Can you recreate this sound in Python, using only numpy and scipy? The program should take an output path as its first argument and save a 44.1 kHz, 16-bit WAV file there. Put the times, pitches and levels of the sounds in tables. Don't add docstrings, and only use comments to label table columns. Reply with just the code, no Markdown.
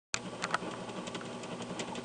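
import sys
import numpy as np
from scipy import signal
from scipy.fft import rfft, irfft
from scipy.io import wavfile
from scipy.ndimage import uniform_filter1d

SR = 44100
rng = np.random.default_rng(int(sys.argv[2]) if len(sys.argv) > 2 else 0)


def unload_audio(sound):
    columns = np.transpose(np.atleast_2d(sound))
    steps = np.round(np.clip(columns, -1, 1) * 32767)
    wavfile.write(sys.argv[1], SR, steps.astype(np.int16))


N = 90228
T = np.arange(N) / SR

WHEEL_HZ = 11.02
BUMP_S = 0.058


def undb(db):
    return 10 ** (np.asarray(db) / 20)


def unit(x):
    return x / np.sqrt(np.mean(x ** 2))


def walk(rate):
    step = int(SR / rate)
    stairs = np.repeat(rng.standard_normal(N // step + 1), step)
    smooth = uniform_filter1d(uniform_filter1d(stairs, step), step)
    return unit(smooth[:N])


def follow(points):
    return np.interp(T, *np.array(points).T)


def colour(x, points, resonances=()):
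    f = np.fft.rfftfreq(N, 1 / SR)
    hz, db = np.array(points, float).T
    curve = np.interp(np.log(f + 1), np.log(hz), db)
    for centre, width, lift in resonances:
        curve = curve + lift / (1 + (2 * (f - centre) / width) ** 2)
    return unit(irfft(rfft(x) * undb(curve), N))


def line(hz, drift):
    pitch = hz * (1 + drift * walk(6.35))
    cycles = np.cumsum(pitch) / SR + rng.random()
    return np.sqrt(2) * np.sin(2 * np.pi * cycles)


# f/Hz, level/dB
HUM_LINES = [(120, -57.3), (240, -52.3), (392, -59), (480, -61), (540, -60), (660, -62), (840, -60),
             (1146.5, -60.5)]
# t/s, level/dB
HUM_SWELL = [(.16, -.5), (.85, -2.5), (1.15, 1.5), (1.5, -1.5), (1.64, 4.5), (1.8, -1), (2.04, 2.5)]
HUM_LOW_HZ = 300
HUM_WAVER_DB, HUM_DRIFT = 0.8, 0.0004


def motor():
    swell = follow(HUM_SWELL)
    hum = np.zeros(N)
    for hz, db in HUM_LINES:
        level = db + swell * (hz < HUM_LOW_HZ) + HUM_WAVER_DB * walk(8.1)
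        hum += undb(level) * line(hz, HUM_DRIFT)
    return hum


WHINE_HZ, WHINE_DB, WHINE_DRIFT = 8122, -66, 0.0003


def whine():
    return undb(WHINE_DB) * line(WHINE_HZ, WHINE_DRIFT)


# f/Hz, level/dB (per Hz)
RUMBLE = [(60, -44), (110, -7.5), (150, -2.5), (195, 1.5), (245, -3), (310, 0), (640, -2), (700, -8),
          (810, -1.5), (1170, -5), (1270, -13.5), (1450, -8.5), (1850, -22), (3200, -16), (4200, -30),
          (9000, -58.5)]
# f/Hz, width/Hz, lift level/dB
DECK = [(315.8, 9.3, 11), (376.5, 28, 6), (511.5, 41, 5.5), (613, 34, 6.5), (837, 15, 1), (1980, 135, 8.5),
        (2526, 224, 6), (2730, 52, 3.5), (3106, 68, 8.5), (4700, 73, 11)]
# t/s, level/dB
ROLL = [(.16, -45.5), (.6, -44.5), (1.0, -43), (1.4, -45.5), (1.7, -43), (2.04, -43.5)]
REPEAT_SHARE = 0.25
SWELL_DB, SWELL_LAG_S = 1.5, 0.023
FLICKER_DB = 2.5


def rolling():
    rim = np.resize(rng.standard_normal(int(SR / WHEEL_HZ)), N)
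    fresh = rng.standard_normal(N)
    push = np.sqrt(REPEAT_SHARE) * rim + np.sqrt(1 - REPEAT_SHARE) * fresh
    swell = SWELL_DB * np.cos(2 * np.pi * WHEEL_HZ * (T - BUMP_S - SWELL_LAG_S))
    level = follow(ROLL) + swell + FLICKER_DB * walk(40.06)
    return colour(push, RUMBLE, DECK) * undb(level)


HISS_DB = -55
# f/Hz, level/dB (per Hz)
HISS = [(25, 1.5), (45, 2), (65, 12), (100, 1), (200, 0), (3000, 2), (5000, -1), (8200, -4), (9000, -7),
        (10000, -14)]


def hiss():
    return undb(HISS_DB) * colour(rng.standard_normal(N), HISS)


RING_SCATTER_DB = 1.1


def ring(age, modes, pitch, tilt_db):
    scatter = RING_SCATTER_DB * rng.standard_normal(len(modes))
    out = np.zeros(N)
    for k, (hz, db, t60) in enumerate(modes):
        octaves = np.log2(hz / modes[0][0])
        gain = (-1) ** k * undb(db + scatter[k] + tilt_db * octaves)
        fade = np.exp(-np.log(1000) * age / t60)
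        out += gain * fade * np.sin(2 * np.pi * hz * pitch * age)
    return out


# t/s, ring level/dB, snap level/dB, deck pitch factor, lever pitch factor,
# snap tilt/(dB per octave), chatter level/dB
CLICKS = [(.1423, -32, -24, 0.93, 0.96, 0.5, -31.5), (0.1436, -39, -28.5, 1.1, 1.02, -3, -33),
          (0.4244, -43, -33.5, 1.02, 1.18, -4.5, -45), (0.4344, -39, -64, 1.1, 1.1, -9, -31),
          (0.44, -28.5, -28.5, 0.94, 0.968, 0.2, -29), (0.4487, -28, -50, .94, 1, -12, -34),
          (0.5074, -33.5, -41, .9, 1, -2.5, -36.5), (0.528, -35.5, -58, .8, 1, -6, -42),
          (.5355, -34, -57, 0.89, 0.65, -9, -32), (.5432, -27.5, -31, .68, 1.3, -3.5, -28),
          (0.5438, -22, -35.5, 1, 1.048, -1.5, -27.5), (.5470, -32.5, -48, 1.02, 1.2, 1, -37),
          (.5510, -37, -59, 0.88, 1, -6, -42), (.737, -36.5, -58, 0.77, 1, -2, -40.5),
          (1.2111, -33.5, -63, 0.89, 0.84, -2, -37.5)]
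# f/Hz, level/dB (added to the ring level), 60 dB fade/s
DECK_MODES = [(374, -16, 0.041), (687, -5, 0.022), (964, -5, 0.021), (1269, -4, 0.039), (1477, -4.5, 0.045),
              (1637, -1, .025), (1976, -4, .014), (2360, -13.5, 0.0074), (3270, -11.5, 0.01)]
# f/Hz, level/dB (added to the snap level), 60 dB fade/s
LEVER_MODES = [(1580, 0.5, .015), (2236, -1.5, .015), (2560, -0.5, 0.017), (3710, -8.5, .008),
               (4430, 1, 0.011), (4920, -3, 0.0074), (5370, -10, 0.0079), (6470, -1, 0.0084),
               (7310, -3, 0.012), (8330, -8, 0.0079), (8800, -10, 0.0099)]
# f/Hz, level/dB (per Hz)
SNAP_GRIT = [(200, 2), (1500, -1.5), (2500, 2.5), (3300, 5.5), (4400, 5), (5500, -0.5), (6700, 1),
             (8800, -7), (10000, -31.5)]
# f/Hz, level/dB (per Hz)
CHATTER = [(200, -7), (400, -12), (1000, 1.5), (1700, 5.5), (2100, -9), (3000, -11.5), (4000, -28),
           (10000, -45)]
# f/Hz, level/dB (per Hz)
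ROOM = [(200, 11), (1600, 2), (4000, -30), (10000, -17)]
SNAP_GRIT_DB, SNAP_DECAY_S = -1, 0.0017
THUD_HZ, THUD_DECAY_S, THUD_DB = 410, 0.00095, -1.5
CHATTER_DECAY_S = 0.0031
CLICK_LOW_HZ = 163
ROOM_DB, ROOM_T60_S = -23.5, 0.19


def clicks():
    out = np.zeros(N)
    grit = colour(rng.standard_normal(N), SNAP_GRIT)
    loose = colour(rng.standard_normal(N), CHATTER)
    for start, ring_db, snap_db, deck_pitch, lever_pitch, tilt_db, chatter_db in CLICKS:
        age = np.maximum(T - start, 0)
        deck = undb(ring_db) * ring(age, DECK_MODES, deck_pitch, 0)
        chatter = undb(chatter_db) * loose * np.exp(-age / CHATTER_DECAY_S)
        lever = ring(age, LEVER_MODES, lever_pitch, tilt_db)
        snap = lever + undb(SNAP_GRIT_DB) * grit * np.exp(-age / SNAP_DECAY_S)
        thud = undb(THUD_DB) * np.exp(-age / THUD_DECAY_S) * np.sin(2 * np.pi * THUD_HZ * age)
        out += (T >= start) * (deck + chatter + undb(snap_db) * (snap + thud))
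    low_cut = signal.butter(2, CLICK_LOW_HZ, "highpass", fs=SR, output="sos")
    out = signal.sosfilt(low_cut, out)
    room = colour(rng.standard_normal(N), ROOM) * np.exp(-np.log(1000) * T / ROOM_T60_S)
    room = room / np.sqrt(np.sum(room ** 2))
    return out + undb(ROOM_DB) * signal.fftconvolve(out, room)[:N]


POP_S, POP_HZ, POP_DECAY_S, POP_DB = 0.1423, 180, 0.0012, -24


def pop():
    age = np.maximum(T - POP_S, 0)
    return undb(POP_DB) * np.exp(-age / POP_DECAY_S) * np.sin(2 * np.pi * POP_HZ * age)


SCUFF_ATTACK_S = 0.00087


def burst(start, hold, decay):
    age = T - start
    rise = np.clip(age / SCUFF_ATTACK_S, 0, 1)
    return rise * np.exp(-np.maximum(age - SCUFF_ATTACK_S - hold, 0) / decay)


CRACKLE_PER_S, CRACKLE_SPREAD_DB = 900, 3.5
CRACKLE_SHARE = 0.6
RASP_GRAIN = 0.38


def crackle():
    happens = rng.random(N) < CRACKLE_PER_S / SR
    direction = rng.choice([-1, 1], N)
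    size = undb(CRACKLE_SPREAD_DB * rng.standard_normal(N))
    slips = happens * direction * size
    fine = rng.standard_normal(N) * np.exp(RASP_GRAIN * walk(1500))
    return np.sqrt(CRACKLE_SHARE) * unit(slips) + np.sqrt(1 - CRACKLE_SHARE) * unit(fine)


# t/s, rasp level/dB, knock level/dB, catch level/dB (relative to the rasp),
# hold/s, decay/s
SCUFFS = [(.162, -40, -46, -14, .007, .008), (.252, -57, -43.5, -12, .012, .014),
          (.711, -48, -46, 1, .005, .012), (.8915, -47, -47, -4, .003, .007),
          (.962, -53, -42.5, -10, .02, .015), (1.069, -40, -42.5, -1, .008, .007),
          (1.145, -42, -34.5, -3, .006, .013), (1.253, -49, -43.5, -2, .007, .015),
          (1.328, -50, -46, -4, .002, .006), (1.433, -45, -47, 0, .004, .012),
          (1.513, -54, -41.5, -8, .012, .014), (1.620, -44, -48, 1, .004, .009),
          (1.694, -53, -40.5, -8, .005, .02), (1.794, -36.5, -38, 0, .012, .011),
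          (1.875, -50, -43, -6, .005, .012), (1.952, -42.5, -46, 0, .006, .012),
          (1.971, -54, -42.5, -12, .016, .018)]
# f/Hz, level/dB (per Hz)
RASP = [(300, -10), (1500, -9.5), (2100, 2), (3600, 5.5), (4200, -3), (6000, -4.5), (7800, -5.5),
        (10000, -26.5)]
# f/Hz, level/dB (per Hz)
CATCH = [(500, -21), (3000, -11.5), (5500, -3.5), (7400, 4.5), (8200, -1), (9200, -10.5), (10000, -30)]
CATCH_DECAY_S, KNOCK_LAG_S = 0.0069, 0.0043


def scuffs():
    catch = colour(crackle(), CATCH)
    rasp = colour(crackle(), RASP, DECK)
    knock = colour(rng.standard_normal(N), RUMBLE, DECK)
    out = np.zeros(N)
    for start, rasp_db, knock_db, catch_db, hold, decay in SCUFFS:
        catch_fade = (T >= start) * np.exp(-np.maximum(T - start, 0) / CATCH_DECAY_S)
        bright = undb(catch_db) * catch * catch_fade
        out += undb(rasp_db) * (bright + rasp * burst(start, hold, decay))
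        out += undb(knock_db) * knock * burst(start + KNOCK_LAG_S, hold, decay)
    return out


def turns():
    return np.arange(BUMP_S, N / SR, 1 / WHEEL_HZ)


THUMP_LEVELS = [-60, -60, -42, -49, -42, -43.5, -42, -49, -43, -52, -42, -49, -44, -46.5, -47, -46, -41.5,
                -45.5, -40, -49, -46, -46]
THUMP_HZ, THUMP_LAG_S, THUMP_WIDTH_S = 183, 0.031, 0.016
THUMP_PHASE_SCATTER = 0.55
BRUSH_DB, BRUSH_SCATTER_DB = -51, 2.0
BRUSH_LAG_S, BRUSH_HOLD_S, BRUSH_DECAY_S = 0.018, 0.0028, 0.0033
BRUSH_HZ, BRUSH_WIDTH_HZ = 2915, 270


def thumps():
    boom, contact = np.zeros(N), np.zeros(N)
    scatter = rng.standard_normal((len(THUMP_LEVELS), 2))
    for start, db, (phase, touch) in zip(turns(), THUMP_LEVELS, scatter):
        age = T - start - THUMP_LAG_S
        bump = np.exp(-0.5 * (age / THUMP_WIDTH_S) ** 2)
        tone = np.sin(2 * np.pi * THUMP_HZ * age + THUMP_PHASE_SCATTER * phase)
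        boom += undb(db) * bump * tone
        brush_gain = undb(BRUSH_DB + BRUSH_SCATTER_DB * touch)
        contact += brush_gain * burst(start + BRUSH_LAG_S, BRUSH_HOLD_S, BRUSH_DECAY_S)
    slope = [(100, -3.0), (10000, -23.0)]  # f/Hz, level/dB
    brush = colour(rng.standard_normal(N), slope, [(BRUSH_HZ, BRUSH_WIDTH_HZ, 18)])
    return np.sqrt(2) * boom + contact * brush


SQUEAK_S, SQUEAK_WIDTH_S, SQUEAK_DB = 1.928, 0.0052, -37.5
SQUEAK_HZ, SQUEAK_FALL_HZ_PER_S = 890, 6500


def squeak():
    age = T - SQUEAK_S
    phase = SQUEAK_HZ * age - 0.5 * SQUEAK_FALL_HZ_PER_S * age ** 2
    bump = np.exp(-0.5 * (age / SQUEAK_WIDTH_S) ** 2)
    return np.sqrt(2) * undb(SQUEAK_DB) * bump * np.sin(2 * np.pi * phase)


START_S, FADE_IN_S = 0.17, 0.038


def scene():
    running = motor() + whine() + rolling() + thumps() + hiss()
    fade_in = np.clip(1 + (T - START_S) / FADE_IN_S, 0, 1)
    return (running * fade_in + scuffs() + clicks() + pop() + squeak())[None]


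TOP_HZ = 10100


def record(dry):
    top_cut = signal.ellip(10, 0.2, 70, TOP_HZ, fs=SR, output="sos")
    return signal.sosfilt(top_cut, dry)


dry = scene()
out = record(dry)
unload_audio(out)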